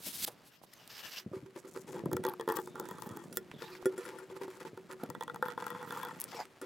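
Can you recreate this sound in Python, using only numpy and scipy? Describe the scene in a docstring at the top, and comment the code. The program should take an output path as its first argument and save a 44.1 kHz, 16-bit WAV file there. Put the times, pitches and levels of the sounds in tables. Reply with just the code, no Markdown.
"""A knife shaves strips from a hard-frozen fish stood on end, outdoors in still, cold air.
A hissing slice through frost comes first; then the edge sticks and breaks through the ice, again and
again, and each crack makes the stiff fish ring. Between strokes the steel blade knocks on it and rings.
Gloves bump, creak and rub, and a few ice chips tick."""
import sys
import numpy as np
from scipy import signal
from scipy.fft import rfft, irfft
from scipy.io import wavfile

SR = 44100
rng = np.random.default_rng(int(sys.argv[2]) if len(sys.argv) > 2 else 0)


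def to_wav(s):
    """Save 16-bit WAV."""
    ch = np.atleast_2d(s).T  # columns
    pcm = np.round(np.clip(ch, -1, 1) * 32767)  # PCM
    wavfile.write(sys.argv[1], SR, pcm.astype(np.int16))


N = 293265
TIME = np.arange(N) / SR


# the loudest breaks through the ice: (time [s], push on the fish [dB], snap [dB])
ICE_CRACKS = [(1.3335, -12, -42), (1.5604, -13, -40), (1.7615, -12, -32), (2.058, -11, -32.5),
              (2.1149, -9.5, -34), (2.1311, -6.5, -18), (2.1675, -8, -17.5), (2.2385, -6, -21),
              (2.2505, -0.5, -17.5), (2.2666, -10, -18.5), (2.2874, -10, -22), (2.296, -24, -24),
              (2.3369, -15, -27), (2.3971, -8.5, -33), (2.4105, -9.5, -23), (2.477, -5, -33),
              (2.4883, -3.5, -26.5), (2.4998, -9, -27), (2.522, -10.5, -25.5), (2.569, -8.5, -19.5),
              (2.5875, -5.5, -27), (2.6738, -17.5, -28), (2.7558, -14.5, -28.5), (2.7985, -12, -24),
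              (2.8555, -17, -34), (2.888, -14.5, -30), (2.9115, -13, -31), (2.984, -31, -32),
              (3.0216, -14, -21.5), (3.0605, -19, -41), (3.0915, -27, -28.5), (3.171, -17.5, -27),
              (4.365, -12.5, -46), (4.414, -12, -39.5), (4.48, -12.5, -38), (4.61, -12.5, -42),
              (4.651, -15, -49), (4.7753, -16.5, -33.5), (5.0361, -16.5, -23.5), (5.1012, -14, -26.5),
              (5.15, -15.5, -35), (5.2094, -10, -27.5), (5.225, -12.5, -29), (5.235, -20, -23.5),
              (5.345, -18, -28), (5.2791, -12, -30.5), (5.2979, -12.5, -35), (5.3598, -15, -33),
              (5.4255, -4.5, -23), (5.4595, -12, -32), (5.4835, -11, -27), (5.5772, -10, -34.5),
              (5.6234, -12.5, -31), (5.6659, -12, -27), (5.7034, -14.5, -29), (5.7485, -18.5, -40),
              (5.828, -18, -30.5), (5.9068, -12, -26), (5.924, -13.5, -28), (5.974, -18.5, -31),
              (5.999, -19, -36), (6.032, -10.5, -31), (6.05, -14.5, -30)]
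# tone of a snap: (frequency [Hz], level [dB])
SNAP_TONE = [(1200, -28), (2300, 21.5), (3400, 16), (4800, 20.5), (10000, 21.5), (13000, 15.5),
             (16000, 20.5)]

def cracks(ring_db, hiss_db):
    """The edge sticks, then breaks through. Gives a bending push, a body push and the snap we hear."""
    times, push_db, snap_db = np.vstack([ICE_CRACKS, small_cracks(ring_db, hiss_db)]).T
    bend, _ = split_push(blows(times, push_db, crumble=0.4, crumble_s=0.006))
    _, body = split_push(blows(times, push_db, crumble=0.4, crumble_s=0.009))
    snap = blows(times, snap_db, crumble=1.5, crumble_s=0.0011)
    # the ice starts to splinter just before it gives way
    snap += gain(-16) * blows(times - .003, snap_db, crumble=1.0, crumble_s=0.028)
    flakes = colour(snap * 0.5 * wobble(25), CHIP_TONE)  # some breaks split off a thin, bright flake
    return swing_back(bend), body, colour(snap, SNAP_TONE) + flakes


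def small_cracks(ring_db, hiss_db, most_per_s=22, push_boost_db=23, snap_boost_db=24):
    """Lesser breaks come by chance, more often under pressure. Gives rows like ICE_CRACKS."""
    chance = most_per_s * pressure() / SR
    at = np.flatnonzero((rng.random(N) < chance) & (TIME > SCRAPING_FROM_S))
    size_db = rng.standard_normal(N)[at]
    push_db = ring_db[at] + push_boost_db + size_db
    snap_db = hiss_db[at] + snap_boost_db + size_db
    return np.transpose([at / SR, push_db, snap_db])


# pushes of the edge along the fish: (start [s], length [s], ring of the fish [dB], hiss [dB])
KNIFE_STROKES = [(1.327, 0.053, -45, -65), (1.452, 0.011, -46, -71), (1.553, 0.029, -42.5, -63),
                 (1.638, 0.042, -46.5, -65), (1.746, 0.029, -39.5, -62), (1.871, 0.024, -39, -63),
                 (1.926, 0.071, -38, -64.5), (2.232, 0.082, -38, -65.5), (2.397, 0.011, -38, -74),
                 (2.476, 0.11, -36, -60.5), (2.748, 0.24, -47.5, -70.5), (3.018, 0.22, -50, -71),
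                 (3.609, 0.043, -49, -58), (3.664, 0.26, -51.5, -66.5), (3.904, 0.036, -43.5, -65.5),
                 (3.961, 0.079, -47, -57), (4.053, 0.1, -41.5, -61), (4.158, 0.079, -47.5, -64),
                 (4.299, 0.0093, -35.5, -60.5), (4.352, 0.022, -44.5, -61.5), (4.407, 0.039, -38, -59.5),
                 (4.468, 0.11, -52.5, -64), (4.6, 0.016, -44, -57), (4.648, 0.03, -45, -58.5),
                 (4.891, 0.035, -44, -62), (4.997, 0.06, -47, -68), (5.429, 0.095, -46, -64),
                 (5.577, 0.45, -49, -63.5), (5.905, 0.21, -46, -59.5), (6.132, 0.32, -56, -63),
                 (6.327, 0.0075, -41, -68), (6.613, 0.027, -39, -61.5)]
SCRAPING_FROM_S = 1.2  # from here on the edge stays on the fish

def knife_strokes(rest_ring_db=-71, rest_hiss_db=-78):
    """Ring and hiss levels in dB: the strokes, with the faint drag of the edge between them."""
    starts, lengths, ring_db, hiss_db = np.transpose(KNIFE_STROKES)
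    touching_db = np.where(TIME > SCRAPING_FROM_S, 0, -np.inf)
    return (np.maximum(stroke_db(starts, lengths, ring_db), touching_db + rest_ring_db),
            np.maximum(stroke_db(starts, lengths, hiss_db), touching_db + rest_hiss_db))


# how firmly the edge is pressed in: (time [s], pressure [0-1])
KNIFE_PRESSURE = [(.3, 0.65), (1.3, 0.02), (2.0, 0.28), (2.15, 0.55), (2.6, 0.58), (3.25, 0.75),
                  (3.37, 0.39), (3.66, 0.81), (3.85, 0.12), (4.1, 0.44), (4.4, 0.23), (4.85, 0.63),
                  (5.05, 0.53), (5.22, 1), (6.1, 0.97), (6.62, 0.29)]

def pressure():
    """0 when the blade rests lightly, 1 when it is buried."""
    return np.clip(curve(KNIFE_PRESSURE), 0, 1)


# tone of scraped ice: (frequency [Hz], level [dB])
SCRAPE_TONE = [(300, -25), (1200, 9.5), (2300, 7.5), (3000, 2), (3550, 0), (4500, 0), (7000, -3.5),
               (13000, -8), (16000, -17)]

def scraping(ring_db, hiss_db):
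    """The edge makes tiny slips, coarser under pressure. Gives a bending push, a body push and hiss."""
    press = pressure()
    slips = press * grains(per_s=420, spread_db=2.5) + (1 - press) * grains(per_s=1200, spread_db=2.5)
    splinters = grains(per_s=350, spread_db=7)
    ice_dust = grains(per_s=12000, spread_db=1.5) * gain(2.5 * wobble(110))
    crackle = (slips * (0.48 + .5 * press) + splinters + 0.95 * ice_dust) * gain(hiss_db)
    bend, body = split_push(slips * gain(ring_db))
    return swing_back(bend), body, colour(crackle, SCRAPE_TONE)


# low notes of the fish bending freely: (frequency [Hz], level [dB], ring time [s])
FREE_NOTES = [(380, 0, .125), (497, -8, .09), (590, -16, .06)]
# the lower bending notes with the blade pressed in: (frequency [Hz], level [dB], ring time [s])
HELD_NOTES = [(356.3, 1, 0.48), (456, -2, 0.11)]
# higher notes of the frozen body, with a steady blade note near 1.9 kHz ringing among them: (frequency [Hz],
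# level [dB], ring time [s])
BODY_NOTES = [(862, 4, 0.06), (895, 12, 0.021), (1025, 9, 0.026), (1165, 10, 0.021), (1330, 8.5, 0.022),
              (1375, 4, 0.035), (1585, 0, 0.04), (1745, -1.5, 0.045), (1895, -3, 0.06), (3350, 1, 0.015)]
# the fish tightens as the edge travels along it: (time [s], pitch [factor])
FISH_PITCH = [(2.3, 1.014), (3.25, 0.98), (4.4, 1.04), (6.1, 1.077)]

def fish(bend_force, body_force):
    """The frozen fish rings when pushed. Pressing shifts its notes; a buried blade stops the lowest."""
    press = pressure()
    pitch = curve(FISH_PITCH) * (1 + 0.012 * wobble(16))  # wavers as the edge skips
    free = ring(bend_force * (1 - press), FREE_NOTES, wander=0.12)
    forces = bend_force * press * (1 - press), bend_force * press
    held = sum(gain(db) * ring(force, [(hz, 0, ring_s)], wander=.3, pitch=pitch)
               for force, (hz, db, ring_s) in zip(forces, HELD_NOTES))
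    body = ring(body_force, BODY_NOTES, wander=.35, pitch=pitch ** .3)  # high notes shift less
    return cut_bass(free + held + body, hz=170)  # little of the fish sounds below its lowest note


def split_push(force, sway_db=19.5, hold_db=24.5):
    """A light edge sways the whole fish; a buried one holds it and rings its body. Gives bend, body."""
    sway = gain(sway_db - hold_db * pressure())
    body = force / np.hypot(1, sway)
    return body * sway, body


def swing_back(force, returned=0.22):
    """A lightly held fish swings back into the edge once a cycle, which feeds its lowest note."""
    feedback = np.zeros(int(SR / FREE_NOTES[0][0]) + 1)
    feedback[0], feedback[-1] = 1, -returned
    free = signal.lfilter([np.sqrt(1 - returned ** 2)], feedback, force * (1 - pressure()) + 1e-18)
    return force * pressure() + free


# the blade landing on the fish: (time [s], clank [dB], bending push [dB], tick [dB], steel ring [dB])
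BLADE_KNOCKS = [(3.327, -43, -24.5, -25, -27), (3.3714, -26, -13.5, -19, -13), (3.62, -23, -13.5, -31, -45),
                (3.857, -15.5, 1.5, -18, -16), (3.979, -28, -15, -32, -22.5), (4.052, -18, -37, -32, -27.5),
                (4.089, -24, -32, -40, -33), (4.186, -25, -43, -35, -28.5), (4.925, -27.5, -31, -31, -32),
                (6.615, -28, -14.5, -27, -27)]
# notes of the steel blade: (frequency [Hz], level [dB], ring time [s])
BLADE_NOTES = [(1412, 0, .075), (1760, -6, .07), (1930, -6, .05), (3375, -4, .07), (5205, -9, .06),
               (5780, -7, .06), (7280, 1, .036), (8120, -4, .055), (9480, -7, .035), (10140, 1, .06),
               (10550, -6, .045), (12370, -6, .045), (13700, -9, .045)]

def knocks(hiss_db):
    """The blade lands with a tick and rings. Gives a bending push, a body push and the blade's sound."""
    times, clank_db, bend_db, tick_db, steel_db = np.transpose(BLADE_KNOCKS)
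    rebound_s = 3 / FREE_NOTES[0][0]  # the fish hits the blade again three swings later
    bend = sum(blows(times + lag, bend_db, crumble=0, crumble_s=1) for lag in (0, rebound_s))
    tick = blows(times, tick_db, crumble=1.5, crumble_s=0.002)
    chatter = blows(times, steel_db, crumble=.5, crumble_s=.005)
    drag = grains(per_s=150, spread_db=4) * gain(hiss_db - 12)
    clank = blows(times, clank_db, crumble=0.51, crumble_s=0.00063)
    steel = ring(chatter, BLADE_NOTES, wander=0.19) + ring(clank, BLADE_NOTES[:3], wander=0.055)
    steel += ring(drag, BLADE_NOTES[6:8], wander=0.3)  # dragging keeps two high notes going
    return bend, gain(-3) * clank, colour(tick, SNAP_TONE) + steel


# force of the first slice through the frost: (time [s], level [dB])
FIRST_SLICE = [(0.0, -59), (0.024, -55), (0.07, -40), (0.124, -50.5), (0.154, -42.5), (0.178, -46),
               (0.25, -34.5)]
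# crusts of frost tearing off: (time [s], width [s], level [dB])
FROST_TEARS = [(0.244, 0.0017, -34.5), (0.2495, 0.0012, -31.5), (0.277, 0.008, -40.5),
               (0.316, 0.014, -61.5), (0.474, 0.017, -61), (0.639, 0.0095, -60), (0.737, 0.0022, -52.5),
               (0.877, 0.00075, -45.5)]
# the flat of the blade sliding back over the skin: (start [s], length [s], level [dB])
BLADE_SLIDES = [(0.277, 0.32, -74), (0.515, 0.05, -64), (0.662, 0.073, -69.5), (0.712, 0.2, -64),
                (0.893, 0.085, -53.5), (0.965, 0.048, -49), (1.027, 0.07, -49.5), (1.109, 0.041, -48),
                (1.16, 0.038, -47), (3.582, 0.19, -61), (6.284, 0.14, -59.5)]
# notes of blade and skin during a slide: (frequency [Hz], level [dB], ring time [s])
SLIDE_NOTES = [(1700, 2, 0.0071), (2760, 1, 0.011), (4930, 6.5, 0.004), (5570, -2.5, 0.0063)]
# tones of cut frost and of rubbed skin: (frequency [Hz], level [dB])
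FROST_TONE = [(88, -13), (303, -5.5), (494, -19.5), (1790, -13), (3770, -4.5), (7040, -8.5), (11700, -4.5),
              (16000, -10)]
SKIN_TONE = [(240, -78), (400, -9), (650, -11.5), (2750, -7), (4880, -10.5), (10200, -21), (14100, -11.5),
             (16000, -24)]

def slicing(stop_s=0.0018):
    """The edge hisses through frost and tears free; the flat slides back with a gritty, ringing rasp."""
    end_s = FIRST_SLICE[-1][0]
    force = gain(curve(FIRST_SLICE) + 1) * np.clip((end_s - TIME) / stop_s, 0, 1)
    tears = sum(gain(db) * np.exp(-.5 * ((TIME - at) / width) ** 2) for at, width, db in FROST_TEARS)
    slide = gain(stroke_db(*np.transpose(BLADE_SLIDES)))
    brushed_frost = gain(-18.5) * slide
    cut = colour(grains(per_s=8100, spread_db=3) * (force + tears + brushed_frost), FROST_TONE)
    grit = grains(per_s=2200, spread_db=3.5) * slide * gain(2 * wobble(150))
    rasp = ring(grit, SLIDE_NOTES, wander=0.52, pitch=1 + 0.029 * wobble(12))
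    hiss = colour(grains(per_s=9000, spread_db=3) * slide, SKIN_TONE)
    return cut + gain(-3) * rasp + gain(-1.5) * hiss


# strips peeling off, and brittle patches splintering: (start [s], length [s], level [dB])
STRIP_PEELS = [(2.552, 0.045, -50.5), (2.992, 0.083, -64), (3.34, 0.028, -52.5), (5.853, 0.14, -63)]
BRITTLE_PATCHES = [(1.572, 0.027, -61), (1.67, 0.15, -61.5), (1.869, 0.1, -63), (2.598, 0.093, -62.5),
                   (2.742, 0.57, -68.5), (4.539, 0.028, -63)]
# tones of a strip and of the splinters: (frequency [Hz], level [dB])
STRIP_TONE = [(1000, -26), (4000, -6), (10500, -7), (14000, 2), (16000, -2)]
SPLINTER_TONE = [(2500, -21), (7000, -0.5), (11000, -7), (16000, -13)]

def peeling():
    """The curling strip splits in a bright rasp; brittle patches break up in separate icy ticks."""
    sizzle = grains(per_s=1200, spread_db=3) * gain(3 * wobble(120))
    ticks = grains(per_s=450, spread_db=3.5)
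    return (colour(sizzle * gain(stroke_db(*np.transpose(STRIP_PEELS))), STRIP_TONE)
            + colour(ticks * gain(stroke_db(*np.transpose(BRITTLE_PATCHES))), SPLINTER_TONE))


# the edge skating on bare ice: (start [s], length [s], level [dB], first pitch [Hz], last pitch [Hz])
EDGE_SQUEALS = [(2.644, .38, -72.5, 3740, 3640), (3.525, 0.095, -64, 3650, 3455),
                (3.623, .045, -60, 3560, 3850)]

def squeals(ring_s=.012):
    """Tiny slips keep one thin, sliding note of the edge going, just under the listed pitch."""
    starts, lengths, db, first_hz, last_hz = np.transpose(EDGE_SQUEALS)
    hz = np.interp(TIME, np.ravel([starts, starts + lengths], "F"), np.ravel([first_hz, last_hz], "F"))
    force = grains(per_s=11000, spread_db=0) * gain(stroke_db(starts, lengths, db))
    return ring(force, [(0.98, 0, ring_s)], wander=0, pitch=hz)


# ice chips snapping off, and the bright tick of the blade knock at 3.37 s: (time [s], level [dB], pitch
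# [factor])
ICE_CHIPS = [(3.3714, -0.5, 1.62), (6.2015, -15, 0.92), (6.2096, -15, 0.9), (6.216, -12, 0.84),
             (6.241, -13.5, 0.77)]
# tone of a thin flake: (frequency [Hz], level [dB])
CHIP_TONE = [(4500, -12), (6800, -4), (9500, -4), (12500, 7), (16000, -1)]

def chips():
    """Thin flakes of ice break with dry, high ticks; the blade's knock at 3.37 s gets one too."""
    return hits(ICE_CHIPS, CHIP_TONE, crumble=0.24, crumble_s=0.0074)


# light taps: (time [s], level [dB], pitch [Hz])
LIGHT_TAPS = [(.616, -34, 895), (.637, -30.5, 900), (3.515, -23, 2720), (3.516, -26.5, 1210),
              (3.622, -23.5, 5000), (3.752, -22.5, 2020), (3.827, -22.5, 1080)]
# tone of a tap: (frequency [multiple of its pitch], level [dB])
TAP_TONE = [(.2, -6.5), (.9, 1.5), (1.1, -0.5), (1.4, -13), (4, -23.5), (12, -45)]

def taps():
    """The knife and loose ice make small, dull taps, each with its own pitch."""
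    return hits(LIGHT_TAPS, TAP_TONE, crumble=0.66, crumble_s=0.01)


# the firmest bumps of the hands, and a dull clack as the first slice breaks free at 0.28 s: (time [s], level
# [dB], pitch [factor])
GLOVE_BUMPS = [(0.066, -18.5, 1.3), (.279, -15, 2.9), (1.262, -11.5, 0.77), (1.315, -17, 0.91),
               (1.367, -18, 0.73), (1.426, -16, 0.75), (2.037, -8.5, 0.95), (2.06, -5.5, 0.96),
               (2.127, -10, 0.82), (2.146, -8, 0.76), (2.193, -14.5, 0.9), (2.816, -16, 1.3),
               (3.067, -16.5, 0.83), (3.108, -14.5, 0.83), (3.539, -20, 1), (4.731, -17.5, 0.85),
               (5.034, -8.5, 1.16), (5.092, -17, 0.93)]
# tone of a padded glove: (frequency [Hz], level [dB])
GLOVE_TONE = [(30, -45), (70, -28), (120, -4), (180, 1.5), (280, -3.5), (450, -7.5), (700, -15),
              (2000, -79)]

def bumps():
    """Padded gloves make low thuds as they shift their grip; one dull clack ends the first slice."""
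    return hits(GLOVE_BUMPS, GLOVE_TONE, crumble=1.0, crumble_s=0.015)


# a glove creaking on the frozen skin: (time [s], groan [dB], squeak [dB], width [s], pitch [factor])
GLOVE_CREAKS = [(6.333, -42.5, -56, 0.0055, 0.97), (6.37, -47.5, -52, 0.0087, 1.116),
                (6.397, -40.5, -56, 0.0067, 1), (6.41, -44.5, -51.5, 0.012, 0.99)]
# three notes of the groan, then three of the squeak: (frequency [Hz], level [dB], ring time [s])
CREAK_NOTES = [(814, -1, 0.02), (1290, -5, 0.0032), (2110, -5.5, 0.013), (4920, 9, 0.0076),
               (5930, -7, 0.0066), (7300, -5, 0.017)]

def creaks():
    """The glove catches and slips in short, grainy creaks: a low groan and a high squeak."""
    times, groan_db, squeak_db, width, pitch = np.transpose(GLOVE_CREAKS)
    grip = np.exp(-.5 * ((TIME - times[:, None]) / width[:, None]) ** 2)
    slips = grains(per_s=1800, spread_db=1.5)
    glide = np.interp(TIME, times, pitch)
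    groan = ring(slips * (gain(groan_db) @ grip), CREAK_NOTES[:3], wander=0.15, pitch=glide)
    squeak = ring(slips * (gain(squeak_db) @ grip), CREAK_NOTES[3:], wander=0.21, pitch=glide)
    return cut_bass(groan + squeak, hz=450)


# rumble of the arms and rustle of the sleeves: (time [s], level [dB])
ARM_RUMBLE = [(0, -65.5), (.3, -64.5), (.6, -72), (.72, -71), (1.3, -69), (1.8, -62), (2.12, -42),
              (2.4, -63.5), (2.9, -52), (3.55, -55.5), (3.75, -63.5), (4.95, -61.5), (5.151, -52),
              (6.299, -55.5), (6.55, -71)]
SLEEVE_RUSTLE = [(.45, -63.5), (.58, -82), (.8, -62.5), (1.3, -70.5), (2.0, -64)]

def clothing():
    """Moving arms and clothes rumble softly, differently at each ear, and the sleeves rustle."""
    effort = gain(curve(ARM_RUMBLE, left=-np.inf, right=-np.inf))
    middle, side = (colour(grains(per_s=300, spread_db=4) * effort, GLOVE_TONE) for _ in range(2))
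    rustle = colour(grains(per_s=2500, spread_db=3) * gain(curve(SLEEVE_RUSTLE)), AIR_TONE)
    return middle + rustle + 0.32 * side * np.array([[1], [-1]])


# tone of the open air: (frequency [Hz], level [dB])
AIR_TONE = [(25, -29), (123, -5), (354, -9), (714, -7.5), (1700, -12.5), (16000, -34.5)]

def open_air(level_db=-73):
    """A faint hush, different at each ear, whose level wavers gently."""
    hush = np.array([colour(rng.standard_normal(N), AIR_TONE) for _ in range(2)])
    return hush * gain(level_db + wobble(4.76))


def reflections(sound, level_db=-11, fade_s=0.008):
    """Adds the brief echo that bounces off chest, block and snow. Gives left and right."""
    t = np.arange(SR // 5) / SR
    tail = rng.standard_normal(len(t)) * np.exp(-np.log(1000) * t / fade_s) * (t > .0008)
    # low sounds bend round small things and bounce less
    bright = sound - .7 * signal.sosfilt(signal.butter(1, 1100, fs=SR, output="sos"), sound)
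    side = signal.fftconvolve(bright, gain(level_db) * tail / np.linalg.norm(tail))[:N]
    # each break sends a little more sound to one side than to the other
    side += bright * 0.17 * wobble(60) + 0.026 * sound
    return np.array([sound + side, sound - side])


def gain(db):
    """Turns decibels into a multiplier."""
    return 10 ** (np.asarray(db) / 20)


def curve(points, **ends):
    """Joins (time, value) points with straight lines."""
    return np.interp(TIME, *np.transpose(points), **ends)


def wobble(per_s):
    """A random drift around zero that takes a new turn per_s times a second."""
    turns = rng.standard_normal(4096)
    return 1.85 * np.interp(TIME * per_s, np.arange(len(turns)), turns)


def cut_bass(sound, hz):
    """Turns down what lies below hz."""
    return signal.sosfilt(signal.butter(2, hz, "high", fs=SR, output="sos"), sound)


def colour(sound, tone, size=2048):
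    """Shapes a sound's lows and highs by a tone table; plain noise would keep its overall level."""
    hz, db = np.transpose(tone)
    log_gain = np.log(gain(np.interp(np.log1p(np.fft.rfftfreq(size, 1 / SR)), np.log(hz), db)))
    # build the filter so that nothing sounds ahead of a hit
    cepstrum = irfft(log_gain)[:size // 2]
    cepstrum[1:] *= 2
    response = irfft(np.exp(rfft(cepstrum, size)))
    return signal.oaconvolve(sound, response / np.linalg.norm(response))[:N]


def ring(force, notes, wander, pitch=1):
    """A force sets notes ringing; each fades by 60 dB in its ring time."""
    out, energy = 0, 0
    elapsed = np.cumsum(pitch * np.ones(N)) / SR  # runs faster when the pitch is higher
    for k, (hz, db, ring_s) in enumerate(notes):
        decay = np.exp(-np.log(1000) / ring_s / SR)
        cycles = hz * elapsed
        angle = np.float32(2 * np.pi * (cycles - np.floor(cycles)))
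        spin = np.cos(angle) + 1j * np.sin(angle)
        share = (1 + wander * wobble(30)) / np.hypot(1, wander)  # varies as the touching point moves
        swing = spin * signal.lfilter([1], [1, -decay], force * share * spin.conj() + 1e-18)
        out = out + (-1) ** (k // 2) * gain(db) * swing.imag
        energy += gain(db) ** 2 / (2 * (1 - decay ** 2))
    return out / np.sqrt(energy)


def grains(per_s, spread_db):
    """Tiny clicks at random moments; more spread makes a few much larger than the rest."""
    size = gain(spread_db * np.minimum(rng.exponential(size=N), 4))
    clicks = (rng.random(N) < per_s / SR) * size * rng.choice([-1, 1], N)
    return clicks / clicks.std()


def stroke_db(starts, lengths, levels, rise_s=0.011, rise_db=4, fall_s=0.085, fall_db=55):
    """Level in dB of a series of strokes: each bites, holds and lets go."""
    out = np.full(N, -np.inf)
    for start, length, db in zip(starts, lengths, levels):
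        corners = start + np.cumsum([0, rise_s, max(length - rise_s, 0), fall_s])
        shape = db - np.array([rise_db, 0, 0, fall_db])
        span = slice(int(corners[0] * SR), int(corners[-1] * SR))
        out[span] = np.maximum(out[span], np.interp(TIME[span], corners, shape))
    return out


def push(crumble, crumble_s):
    """One sharp push, followed by a short crumbling noise."""
    t = np.arange(SR // 16) / SR
    tail = rng.standard_normal(len(t)) * np.exp(-t / crumble_s)
    return (crumble * tail / np.linalg.norm(tail) + (t == 0)) / np.hypot(1, crumble)


def place(times, db, sounds):
    """Puts each short sound at its time and level."""
    out = np.zeros(N + SR)
    for start, level, sound in zip(times, gain(db), sounds):
        out[int(start * SR):][:len(sound)] += level * sound
    return out[:N]


def blows(times, db, crumble, crumble_s):
    """A push at each time."""
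    return place(times, db, [push(crumble, crumble_s) for _ in times])


def hits(rows, tone, crumble, crumble_s):
    """Hits that do not ring: one tone, shifted to the pitch of each row."""
    times, db, pitches = np.transpose(rows)
    sounds = [colour(push(crumble, crumble_s), np.array(tone) * [pitch, 1]) for pitch in pitches]
    return place(times, db, sounds)


def scene():
    """The knife and fish close by, over faint clothing and open air."""
    air = open_air()
    ring_db, hiss_db = knife_strokes()
    contacts = [scraping(ring_db, hiss_db), knocks(hiss_db), cracks(ring_db, hiss_db)]
    bend, body, edge = np.sum(contacts, axis=0)
    work = fish(bend, body) + edge + slicing() + peeling() + squeals() + chips() + taps()
    gloves = bumps() + creaks()
    return reflections(work + gloves) + clothing() + air


def record(dry, top_hz=16400):
    """Cuts off the very highest treble."""
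    return signal.sosfilt(signal.ellip(10, .2, 80, top_hz, fs=SR, output="sos"), dry)


dry = scene()
out = record(dry)
to_wav(out)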